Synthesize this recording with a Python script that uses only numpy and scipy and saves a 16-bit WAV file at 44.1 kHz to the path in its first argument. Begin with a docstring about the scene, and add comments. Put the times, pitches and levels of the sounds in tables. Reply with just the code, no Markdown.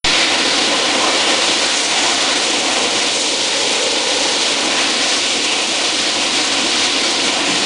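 """A loud, sputtering hiss over a hollow roar, opening with the soft thump of a microphone switching on.
Cold gas vents from a pipe at the foot of a building, under a balcony, a few metres away.
The jet hisses at the outlet, crackles with flashing droplets and roars where the plume breaks up.
The plume rings a recess in the facade; close walls and paving add dull echoes."""
import sys
import numpy as np
from scipy.fft import rfft, irfft, next_fast_len
from scipy.io import wavfile
from scipy.ndimage import map_coordinates

SR = 44100
rng = np.random.default_rng(int(sys.argv[2]) if len(sys.argv) > 2 else 0)


def persist_wave(psi):
    """Save psi, clipped to +-1, as 16-bit WAV."""
    counts = np.round(np.clip(psi, -1, 1) * 32767).astype(np.int16)
    wavfile.write(sys.argv[1], SR, np.atleast_2d(counts).T)


N = 337365
TIME_S = np.arange(N) / SR


def amp(db):
    """Decibels to gain."""
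    return 10 ** (np.asarray(db) / 20)


def unit(x):
    """Scale to rms 1."""
    return x / np.sqrt(np.mean(x ** 2) + 1e-20)


def curve(points):
    """(t/s, value) points, interpolated per sample."""
    return np.interp(TIME_S, *np.transpose(points))


def bell(middle_s, length_s):
    """Gaussian swell, peak 1."""
    return np.exp(-(2 * (TIME_S - middle_s) / length_s) ** 2)


def wobble(knots_per_s):
    """Smooth random curve."""
    return map_coordinates(rng.standard_normal(4096), [TIME_S * knots_per_s], mode="wrap")


def filtered(x, response):
    """Apply a complex frequency response."""
    size = next_fast_len(N + 8192)
    return irfft(rfft(x, size) * response(np.fft.rfftfreq(size, 1 / SR)), size)[:N]


def turbulence(spectrum, crackle=0):
    """Noise plus any crackle, shaped by (f/Hz, level/dB) points; rms 1."""
    f_hz, level_db = np.transpose(spectrum)
    shape = lambda hz: amp(np.interp(np.log(hz + 1), np.log(f_hz), level_db))
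    return unit(filtered(rng.standard_normal(N) + crackle, shape))


def resonating(modes):
    """Noise rings each (f/Hz, width/Hz, level/dB) mode; the sum has rms 1."""
    total = np.zeros(N)
    for f_hz, width_hz, db in modes:
        band = lambda hz: (2j * hz * width_hz / (f_hz ** 2 - hz ** 2 + 2j * hz * width_hz)) ** 2
        total += amp(db) * filtered(rng.standard_normal(N), band)
    return unit(total)


def drive(layer):
    """A layer's gain follows the gas flow and its surges, and drifts a little."""
    # layer response: level/dB, dB per flow dB, dB per surge dB, drift/dB
    layers = { "boom": (-29, 0.44, 0.5, 0.94), "howl": (-29, -0.12, .5, 0.63),
              "roar": (-27.5, 0.88, 2, 0.42), "rush": (-27, 1.1, -0.56, 0.65),
              "deep hiss": (-22.5, .35, 0.3, 0.4), "bright hiss": (-20.5, 0.18, -1.5, 0.33),
              "spray": (-22, -0.12, 0.3, 0.65), }
    # gas flow: t/s, level/dB
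    flow = [(0.05, 2), (0.48, 3), (0.82, 1.5), (1.23, 3), (1.88, -0.2), (1.93, 1.7), (2.3, 2.5),
            (2.47, -0.5), (3.02, 1), (3.2, -3.5), (3.85, -1), (4.61, -0.3), (5.09, 0.9), (5.29, -3.2),
            (5.8, -1.5), (6.82, 0.5), (7.26, -0.6), (7.65, -0.2)]
    # surges (roar swells, hiss dulls): middle t/s, length/s, level/dB
    surges = [(0.34, 0.13, 1.4), (0.74, 0.11, 1.5), (0.99, 0.25, 2.1), (1.29, 0.19, 1), (2.006, 0.27, 1.2),
              (2.68, 0.66, 1.5), (3.78, 0.19, 1.0), (4.162, 0.19, 0.7), (4.71, 0.25, 1.4),
              (5.59, 0.41, 1.4), (6.22, 0.14, 0.6), (6.62, 0.19, 0.7), (7.41, 0.35, 1.9)]
    level_db, per_flow, per_surge, drift_db = layers[layer]
    surge_db = sum(db * bell(middle_s, length_s) for middle_s, length_s, db in surges)
    return amp(level_db + per_flow * curve(flow) + per_surge * surge_db + drift_db * wobble(11))


def droplets(rate_per_s, level_db):
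    """Droplets flash to vapour: a fine crackle."""
    pops = (rng.random(N) < rate_per_s / SR) * rng.standard_normal(N)
    return amp(level_db) * unit(pops)


def hiss(crackle):
    """Fast gas at the outlet, now deeper, now brighter; starts louder and settles."""
    # deep hiss spectrum: f/Hz, level/dB
    deep_spectrum = [(1300, -41), (1900, -12), (2320, -0.5), (2600, -1.5), (2900, 0.5), (3400, -3.5),
                     (4300, -9.5), (6000, -27)]
    # bright hiss spectrum: f/Hz, level/dB
    bright_spectrum = [(2000, -25.5), (2900, -9.5), (3400, -2), (3900, -1.5), (4700, -3), (5600, -9),
                       (8000, -34)]
    opening_db, settle_s = 3.5, 0.22
    deep = drive("deep hiss") * turbulence(deep_spectrum, crackle)
    bright = drive("bright hiss") * turbulence(bright_spectrum, crackle)
    return amp(opening_db * np.exp(-TIME_S / settle_s)) * (deep + bright)


def spray(crackle):
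    """Fine spray at the outlet flickers in the treble."""
    # spray spectrum: f/Hz, level/dB
    spectrum = [(3000, -27.5), (4500, -13), (5400, 0.5), (6200, 2), (7200, 0.5), (8400, -4.5), (9900, -6)]
    # spray strength: t/s, level/dB
    level = [(0.05, -1), (0.95, -1.3), (1.66, 1), (2.76, -1), (3.12, 1), (3.84, -0.3), (5.24, -1),
             (5.31, -1.5), (7.03, -0.8), (7.65, -2)]
    return drive("spray") * amp(curve(level) + 0.83 * wobble(75)) * turbulence(spectrum, crackle)


def roar():
    """Large eddies roar and ring the recess; for a while two hollow modes yield to one between them."""
    # eddy spectrum: f/Hz, level/dB
    spectrum = [(20, -21), (32, -22), (46, -32.5), (145, -27.5), (250, -8), (385, -15), (600, -0.5),
                (870, -5.5), (1100, -4), (1500, -9), (3000, -48)]
    # hollow recess modes: f/Hz, width/Hz, level/dB
    pair = [(727, 99, 0.91), (1002, 124, -2)]
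    # mode between them: f/Hz, width/Hz, level/dB
    between = [(864, 143, 0)]
    # crossfade to that mode: t/s, share/0-1
    crossfade = [(3.1, 0.1), (3.5, 0.98), (4.2, 0.77), (4.7, 0.0039)]
    share = curve(crossfade)
    hollow = np.sqrt(1 - share) * resonating(pair) + np.sqrt(share) * amp(1.5) * resonating(between)
    return drive("roar") * (amp(-5.5 - 2.2 * share) * turbulence(spectrum) + amp(-1.7) * hollow)


def boom():
    """The plume rings the low modes of the recess."""
    # low modes: f/Hz, width/Hz, level/dB
    modes = [(109.6, 21.5, -12.5), (229.6, 54, -6), (289.4, 48.5, 2), (344, 37, -1)]
    # boom strength: t/s, level/dB
    level = [(0.05, 0), (1.03, 0.1), (2.21, -1.4), (2.85, -0.2), (3.47, -1.5), (4.57, 0.5), (5.59, -2),
             (6.59, 1.0), (7.65, 1.5)]
    return drive("boom") * amp(curve(level)) * resonating(modes)


def howl():
    """The plume rings the middle modes of the recess."""
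    # middle modes: f/Hz, width/Hz, level/dB
    modes = [(420.4, 18.5, -3), (469.6, 44, -1), (547, 50, 0.5)]
    # howl strength: t/s, level/dB
    level = [(0.05, -1.5), (1.15, 4), (1.83, -2.5), (2.86, 1.1), (3.24, -0.3), (3.82, 3.6), (4.29, 2.4),
             (5.12, -3.0), (7.65, -1.8)]
    return drive("howl") * amp(curve(level)) * resonating(modes)


def rush():
    """Smaller eddies rush above the roar."""
    # small-eddy spectrum: f/Hz, level/dB
    spectrum = [(600, -25), (1100, -5.5), (1450, -0.5), (1680, -3), (1950, 1.5), (2250, -3), (3200, -24)]
    return drive("rush") * turbulence(spectrum)


def whooshes():
    """Bands of turbulence swell and fade; the narrowest hoot."""
    # gas swells: middle t/s, length/s, f/Hz, width/Hz, level/dB
    swells = [(.08, 0.22, 140, 70, -36.5), (.19, .5, 2270, 600, -22.5), (1.06, .17, 1070, 220, -27),
              (1.26, .2, 2920, 500, -23.5), (2.06, .37, 6340, 1280, -28), (3.84, 0.11, 535, 50, -26),
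              (4.15, .12, 510, 50, -27), (4.443, .11, 4000, 1600, -26), (4.81, 0.19, 2530, 1600, -18.5),
              (5.12, .24, 4600, 1600, -23), (5.54, 0.22, 2710, 550, -21), (5.88, .13, 3500, 1600, -23),
              (6.377, .15, 3900, 1400, -24.5), (6.81, 0.24, 3100, 1600, -21.5),
              (7.486, .45, 2440, 900, -24), (7.5, .25, 200, 110, -33.5)]
    return sum(amp(db) * bell(middle_s, length_s) * resonating([(f_hz, width_hz, 0)])
               for middle_s, length_s, f_hz, width_hz, db in swells)


def echoes(jet):
    """Close walls and paving return dull echoes that waver in the drifting fog."""
    # hard surfaces: delay/ms, level/dB
    walls = [(2.1, -25.5), (2.74, -26), (3.9, -22), (6.1, -23.5)]
    cutoff_hz, fog_db, fog_per_s = 3600, 1, 1.5
    total = np.zeros(N)
    for delay_ms, db in walls:
        path = lambda hz: np.exp(-2j * np.pi * hz * delay_ms / 1000) / (1 + (hz / cutoff_hz) ** 4)
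        total += amp(db + fog_db * wobble(fog_per_s)) * filtered(jet, path)
    return total


def scene():
    """The uneven mix of liquid and gas makes the whole jet sputter."""
    sputter_db = 0.43 * wobble(32) + 0.43 * wobble(90)
    crackle = droplets(rate_per_s=1500, level_db=-12.5)
    outlet = hiss(crackle) + spray(crackle) + whooshes()
    plume = roar() + boom() + howl() + rush()
    jet = amp(sputter_db) * outlet + amp(1.1 * sputter_db) * plume
    return (jet + echoes(jet))[None]


def record(dry):
    """The microphone switches on, thumps as its bias settles, rounds peaks and limits the band."""
    on_s, rise_s, settle_s = 0.043, 0.0011, 0.04
    ceiling, top_hz = 0.92, 10150
    age_s = np.maximum(TIME_S - on_s, 0)
    thump = amp(-17) * np.exp(-age_s / settle_s)
    live = (1 - np.exp(-age_s / rise_s)) * (dry[0] + thump)
    rounded = live / (1 + (np.abs(live) / ceiling) ** 8) ** (1 / 8)
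    return filtered(rounded, lambda hz: np.clip((top_hz - hz) / 200, 0, 1) ** 2)[None]


dry = scene()
out = record(dry)
persist_wave(out)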